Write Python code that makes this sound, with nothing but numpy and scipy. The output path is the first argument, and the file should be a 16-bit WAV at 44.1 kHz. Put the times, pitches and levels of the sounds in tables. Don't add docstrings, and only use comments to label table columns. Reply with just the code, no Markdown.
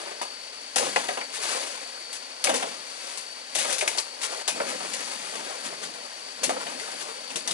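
import sys
import numpy as np
from scipy import signal
from scipy.fft import rfft, irfft, next_fast_len
from scipy.io import wavfile
from scipy.ndimage import uniform_filter1d

SR = 44100
rng = np.random.default_rng(int(sys.argv[2]) if len(sys.argv) > 2 else 0)


def unload_wav(signal):
    wavfile.write(
        sys.argv[1],
        SR,
        np.round(np.clip(np.atleast_2d(signal).T, -1, 1) * 32767).astype(np.int16),
    )


N = 332073
TIME = np.arange(N) / SR


# [f/Hz, level/dB]
HUSH_SPECTRUM = [(25, -54), (90, -41), (160, -17.5), (230, -8.5), (340, -9.5), (480, 0.5), (800, -1.5),
                 (1300, -6), (2100, -1.5), (3500, -3.5), (5300, -2), (6300, -8.5), (11000, -21.5)]
# [t/s, f/Hz]
INSECT_PITCH = [(0, 4555), (.6, 4525), (1.8, 4555), (2.3, 4520), (2.8, 4515), (3.15, 4575), (3.5, 4535),
                (4.55, 4530), (5, 4590), (5.4, 4540), (5.85, 4570), (6.3, 4540), (7.53, 4562)]
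NEIGHBOUR_HZ = 4485
# [f/Hz, level/dB, time to fade by 60 dB t60/s]
BLADE_TONES = [(2498, -39, .6), (3600, -43, .25)]
BLADE_START_S = 4.482
# [t/s, level/dB, f/Hz]
KNOCKS = [(.214, -23.5, 1000), (.763, -19, 760), (.781, -19, 530), (.807, -23, 514), (.824, -21.5, 795),
          (.868, -27, 503), (.961, -14.5, 787), (1.088, -21, 720), (1.173, -20.5, 960), (1.221, -32, 581),
          (2.445, -22, 580), (2.474, -22, 511), (2.493, -18, 650), (2.503, -19.5, 507), (2.538, -19.5, 485),
          (2.626, -21, 650), (3.556, -27, 630), (3.652, -24.5, 850), (3.824, -19, 526), (3.875, -27.5, 945),
          (3.978, -25.5, 950), (4.326, -26, 580), (4.481, -23, 842), (4.561, -28.5, 720),
          (4.602, -17.5, 604), (4.718, -28, 498), (4.807, -27.5, 966), (5.353, -31.5, 468),
          (6.432, -24, 563), (6.494, -17, 724), (6.505, -24, 710), (6.565, -25.5, 681), (6.879, -32, 795),
          (7.358, -29, 340)]
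# [f/Hz, level/dB]
STALK_SPECTRUM = [(30, -71), (90, -27), (160, -22.5), (250, -7.5), (350, -2.5), (520, 4), (850, 1),
                  (1400, -2.5), (3000, -12), (11000, -49)]
# [f/Hz, level/dB]
THUD_SPECTRUM = [(25, -45), (70, -23.5), (110, -17), (170, -3.5), (260, 3.5), (350, -2), (700, -41),
                 (11000, -76)]
# [t/s, level/dB, f/Hz]
RIBS_AND_SNAP = [(0.9613, -18, 2100), (.962, -18.5, 2620), (1.089, -24, 1990), (1.213, -26.5, 2170),
                 (2.4704, -22, 2250), (3.811, -23.5, 2320), (3.8773, -19, 2200), (3.878, -30.5, 8600),
                 (3.9843, -18.5, 4630), (4.9355, -34, 2100), (6.799, -29, 2140), (7.304, -32.5, 3020),
                 (7.359, -25.5, 3600), (7.509, -25.5, 3570)]
# [peak t/s, swell/s, settling t60/s, tip fizz level/dB, leaf flap level/dB]
PULLS = [(.05, 0.43, 0.82, -43, -41), (.82, 0.097, 1.43, -33, -40.5), (.98, .06, 1.56, -38.5, -44.5),
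         (1.51, 0.22, 1.49, -31, -36.5), (2.6, 0.26, 1.02, -37.5, -40.5), (3.1, 0.8, 1.3, -41.5, -51.5),
         (3.61, 0.09, 0.92, -28.5, -39), (3.71, 0.13, 0.36, -41, -35.5), (3.95, 0.33, .25, -37.5, -41),
         (4.33, 0.27, 1.5, -38, -41.5), (4.66, 0.28, 2.8, -43.5, -42), (4.98, 1, 5.7, -37.5, -45.5),
         (5.38, 0.21, 2, -56, -42.5), (5.679, 0.078, 3.1, -58.5, -48), (6.63, 0.39, 1.7, -40.5, -41),
         (6.88, 0.38, 2.7, -40, -44.5), (7.16, 0.3, 2.3, -57, -52.5), (7.5, 0.095, 0.9, -41, -42.5)]
# [peak t/s, level/dB, settling t60/s]
HEAVES = [(.86, -36, 0.36), (.98, -45, 1.1), (2.51, -35.5, 0.73), (3.57, -48, 0.68), (3.68, -46, 0.3),
          (4.55, -43, 3.6), (5.37, -48, 0.92), (5.66, -46, 0.7), (5.85, -44.5, .6), (6.485, -33.5, .35),
          (6.6, -45.5, 2.4), (7.36, -43, 0.48), (7.52, -42, .5)]
# [peak t/s, level/dB]
SWISHES = [(1.359, -31.5), (1.439, -31), (2.153, -39), (3.712, -30), (4.244, -28), (4.699, -33.5),
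           (5.664, -34.5), (5.847, -38), (7.014, -37)]
# [f/Hz, level/dB]
FIZZ_SPECTRUM = [(200, -73), (800, 1), (2000, 4), (3500, 5), (6000, 4), (9000, 3.5), (11500, 1.5)]
# [f/Hz, level/dB]
FLAP_SPECTRUM = [(30, -33), (80, -35), (140, -32), (230, -10.5), (350, -2), (500, 4.5), (800, 0.5),
                 (1300, -2.5), (2300, -5), (4500, -17.5), (11000, -27)]
# [t/s, level/dB, woody middle against treble/dB, first snap against tear/dB]
CRACKS = [(.2163, -21.5, 1.5, 9), (.7598, -10.5, -8.5, 8), (.7662, -21, 2, -1), (.7829, -12.5, -27, -1),
          (.9593, -21, -6, 0), (1.0849, -23, 5, 6), (1.1718, -30.5, 10, -3), (2.1285, -22.5, -23, -4),
          (2.4415, -10, -37, 7), (2.4698, -22.5, 10, 4), (2.4934, -16, 4, -8), (2.5416, -18, 3, 2),
          (2.5575, -16.5, -24, 7), (2.6255, -28, 12, 4), (3.1752, -22, -6, 6), (3.5515, -11, -38, -1),
          (3.5855, -12.5, -4, -9), (3.7275, -13.5, -30, 6), (3.7835, -15.5, -22, 9), (3.8097, -17, 1, -1),
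          (3.8772, -14, -18, 8), (3.9737, -20, -19, -3), (3.9822, -16, -20, -14), (4.2163, -22, -15, -1),
          (4.4785, -11, -42, 1), (4.4832, -17, -3, 6), (4.6025, -37, 10, 6), (4.9354, -19.5, -10, 6),
          (5.354, -26, 6, 3), (6.4324, -15.5, -22, -14), (6.4373, -11, -12, -14), (6.4939, -20, -16, -5),
          (6.6667, -38, 19, -2), (6.7979, -25.5, -4, -6), (7.304, -29, 3, 3), (7.358, -16, -18, -6),
          (7.4758, -15.5, -3, 4), (7.5111, -18, -18, 1)]
# [f/Hz, level/dB]
TEAR_SPECTRUM = [(200, -25), (1000, -10.5), (2500, 0), (4000, 0), (6500, 1), (9000, 0.5), (11500, -0.5)]
# [f/Hz, level/dB]
SPLINTER_SPECTRUM = [(200, -55.5), (700, 15.5), (1300, 0), (2200, 5), (3200, 7), (5500, -15), (11000, -32)]
# [f/Hz, likeness from 0 to 1]
MIC_LIKENESS = [(40, 0.63), (130, 1), (500, 0.96), (1200, 1), (2500, 0.32), (4500, 0.65), (8000, 0.11),
                (11000, 0.14)]
# [f/Hz, level/dB]
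LEFT_LEAN = [(60, 0.5), (130, 1.3), (270, 0.6), (580, 1.6), (1220, 2.8), (2600, 4.8), (5530, 10),
             (11800, 10.5)]
# [f/Hz, phase/rad]
LEFT_LEAD = [(0, 2), (430, -1.5), (1030, -1.84), (2760, -1.25), (8010, -2), (10700, 1), (11900, 0.087)]


def amp(db):
    return 10 ** (np.asarray(db) / 20)


def evened(x):
    return x / np.sqrt(np.mean(x ** 2) + 1e-20)


def read(points, hz):
    f, value = np.transpose(points)
    return np.interp(np.log(hz + 1), np.log(f + 1), value)


def add(mix, s, sound):
    start = max(round(s * SR), 0)
    part = mix[:, start:][:, :sound.shape[-1]]
    part += sound[..., :part.shape[1]]


def colour(x, spectrum, size=4096):
    hz = abs(np.fft.fftfreq(size, 1 / SR))
    log_gain = np.log(amp(read(spectrum, hz)))
    response = np.exp(np.conj(signal.hilbert(log_gain)))
    taps = np.fft.ifft(response).real[:size // 2]
    taps = taps / np.linalg.norm(taps)
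    return signal.oaconvolve(x, taps[None], axes=1)[:, :x.shape[1]]


def drift(per_s, size=2048):
    hz = np.fft.rfftfreq(size, TIME[-1] / size)
    spectrum = rfft(rng.standard_normal(size)) / (1 + (hz / per_s) ** 2)
    slow = evened(irfft(spectrum))
    return np.interp(TIME, np.linspace(0, TIME[-1], size), slow)


def clicks(per_s, spread_db, size):
    height = amp(spread_db * np.minimum(rng.exponential(1, size), 4))
    height = height * (rng.random(size) < per_s / SR)
    signs = rng.choice([-1., 1.], (2, size))
    return evened(height * signs)


def resonate(x, hz, width_hz):
    r = np.exp(-np.pi * width_hz / SR)
    turn = 2 * np.pi * hz / SR
    gain = np.sqrt((1 - r * r) / 2)
    return signal.lfilter(gain * np.array([1, 0, -1]), [1, -2 * r * np.cos(turn), r * r], x)


def whistle(hz, width_hz):
    noise = rng.standard_normal((2, N))
    once = resonate(noise, hz, width_hz)
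    return evened(resonate(once, hz, width_hz))


def hush():
    air = colour(rng.standard_normal((2, N)), HUSH_SPECTRUM)
    air = amp(-47) * air * amp(0.42 * drift(per_s=7.1))
    drone = whistle(hz=258, width_hz=45)
    return air + amp(-69.0) * drone


def singer(pitch):
    tone = np.sin(2 * np.pi * np.cumsum(pitch) / SR)
    return evened(tone * amp(2.6 * drift(per_s=5)))


def insects():
    near = singer(np.interp(TIME, *np.transpose(INSECT_PITCH)) + 12 * drift(per_s=30))
    neighbour = singer(NEIGHBOUR_HZ + 25 * drift(per_s=2) + 12 * drift(per_s=30))
    chorus = whistle(hz=4560, width_hz=240)
    return amp(-52.0) * near + amp(-52.5) * neighbour + amp(-49.5) * chorus


def blade():
    mix = np.zeros((2, N))
    t = np.arange(SR // 2) / SR
    for hz, db, t60 in BLADE_TONES:
        add(mix, BLADE_START_S, amp(db - 60 * t / t60) * np.sin(2 * np.pi * hz * t))
    return mix


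def knocks():
    wood, thud = np.zeros((2, 2, N))
    t = np.arange(SR // 3) / SR
    for s, db, hz in KNOCKS:
        chatter = clicks(per_s=1500, spread_db=0.0, size=len(t)) * amp(-60 * t / 0.13)
        chatter[:, 0] += 9
        note = resonate(chatter, hz, width_hz=84)
        add(wood, s, amp(db - 7.5) * (0.63 * chatter + 0.11 * note))
        add(thud, s + 0.0024, amp(db - 38) * chatter)
    return colour(wood, STALK_SPECTRUM) + colour(thud, THUD_SPECTRUM)


def ribs_and_snap():
    mix = np.zeros((2, N))
    t = np.arange(SR // 8) / SR
    for s, db, hz in RIBS_AND_SNAP:
        rattle = clicks(per_s=3300, spread_db=6.0, size=len(t)) * amp(-60 * t / 0.052)
        rattle[0, 0] += 8
        add(mix, s, amp(db - 4.5) * resonate(rattle, hz, width_hz=0.17 * hz))
    return mix


def swing(peak_s, swell_s, t60):
    late = TIME - peak_s
    growing_db = 20 * late / max(swell_s, .01)
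    settling_db = -60 * late / max(t60, .05)
    return amp(np.minimum(growing_db, settling_db))


def movement():
    fizz, flap = amp(-49) ** 2, amp(-57.5) ** 2
    for s, swell_s, t60, fizz_db, flap_db in PULLS:
        power = swing(s, swell_s, t60) ** 2
        fizz = fizz + amp(fizz_db) ** 2 * power
        flap = flap + amp(flap_db) ** 2 * power
    heave = flap * amp(-18) ** 2
    for s, db, t60 in HEAVES:
        heave = heave + (amp(db) * swing(s, swell_s=0.074, t60=t60)) ** 2
    return 10 * np.log10([fizz, flap, heave])


def pops(lo_hz, hi_hz, cycles, spread_db, count):
    when, pitch, strength, turn, other_turn = rng.random((count, 5)).T[:, :, None]
    t = np.arange(SR // 60)
    turns = lo_hz * (hi_hz / lo_hz) ** pitch * t / SR
    height = amp(-spread_db * np.log(np.maximum(strength, .05)))
    ring = height * turns * np.exp(-turns / cycles)
    at = ((when * N).astype(int) + t).ravel()
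    mix = []
    for start in (turn, other_turn):
        sound = ring * np.sin(2 * np.pi * (turns + start))
        mix.append(np.bincount(at, sound.ravel(), N)[:N])
    no_rumble = signal.butter(2, lo_hz / 2, "high", fs=SR, output="sos")
    return evened(signal.sosfilt(no_rumble, np.array(mix)))


def fronds():
    fizz_db, flap_db, heave_db = movement()
    clumps = drift(per_s=24)
    brushing = np.zeros(N)
    for s, db in SWISHES:
        brushing += amp(db) * np.exp(-.5 * ((TIME - s) / 0.018) ** 2)
    tips = np.hypot(amp(fizz_db + 0.84), brushing) * amp(0.94 * clumps)
    fizz = colour(clicks(per_s=4000, spread_db=0.5, size=N), FIZZ_SPECTRUM) * tips
    crinkle = pops(lo_hz=1400, hi_hz=5000, cycles=1.3, spread_db=3.5, count=1400)
    crinkle *= amp((fizz_db + flap_db) / 2 - 9.5)
    buckles = pops(lo_hz=470, hi_hz=1100, cycles=1.0, spread_db=2.2, count=900) * amp(flap_db - 6.5)
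    flap = colour(clicks(per_s=1200, spread_db=2.0, size=N), FLAP_SPECTRUM)
    flap *= amp(flap_db - 1.5 + 2.65 * clumps)
    heave = colour(clicks(per_s=600, spread_db=0.5, size=N), THUD_SPECTRUM) * amp(heave_db - 5.0)
    return fizz + crinkle + buckles + flap + heave


def cracks():
    thin, thick = np.zeros((2, 2, N))
    t = np.arange(SR // 4) / SR
    for s, db, woody_db, snap_db in CRACKS:
        run = clicks(per_s=4000, spread_db=2.1, size=len(t)) * amp(-60 * t / 0.16)
        run[0, 0] = 8 * np.tanh(amp(snap_db))
        add(thin, s, amp(db - 9.0) * run)
        add(thick, s + 0.000973, amp(db + woody_db - 17.0) * run)
    return colour(thin, TEAR_SPECTRUM) + colour(thick, SPLINTER_SPECTRUM)


def level_dip(start=4.426, end=4.474, depth_db=-7):
    inside = 1. * ((TIME > start) & (TIME < end))
    return amp(depth_db * uniform_filter1d(inside, size=300))


def scatter(x, t60, delay, count=3):
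    t = np.arange(SR // 2) / SR
    out = np.zeros((2, N))
    shares = np.array([drift(per_s=7.1) for _ in range(count)])
    for share in shares / np.linalg.norm(shares, axis=0):
        taps = rng.standard_normal((2, len(t))) * amp(-60 * t / t60) * (t > delay)
        taps = taps / np.linalg.norm(taps, axis=1, keepdims=True)
        out += signal.oaconvolve(x * share, taps, axes=1)[:, :N]
    return out


def microphones(x):
    size = next_fast_len(N, True)
    hz = np.fft.rfftfreq(size, 1 / SR)
    common, other = rfft(x, size)
    same = np.clip(read(MIC_LIKENESS, hz), 0, 1)
    lean = amp(read(LEFT_LEAN, hz))
    lead = read(LEFT_LEAD, hz)
    left = lean * common
    right = (same * common + np.sqrt(1 - same ** 2) * other) * np.exp(-1j * lead)
    centre = np.sqrt(lean ** 2 + 1 + 2 * lean * same * np.cos(lead)) / 2
    return irfft(np.array([left, right]) / centre, size)[:, :N]


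def scene():
    work = blade() + knocks() + ribs_and_snap() + fronds() + cracks()
    near_leaves = amp(-8.5) * scatter(work, t60=0.055, delay=.002)
    far_trunks = amp(-15) * scatter(work, t60=0.35, delay=0.025)
    palm = (work + near_leaves + far_trunks) * level_dip()
    return microphones(hush() + insects() + palm)


def record(dry):
    taps = signal.firwin(401, 11110, window=("kaiser", 8), fs=SR)
    return signal.oaconvolve(dry, taps[None], "same", axes=1)


dry = scene()
out = record(dry)
unload_wav(out)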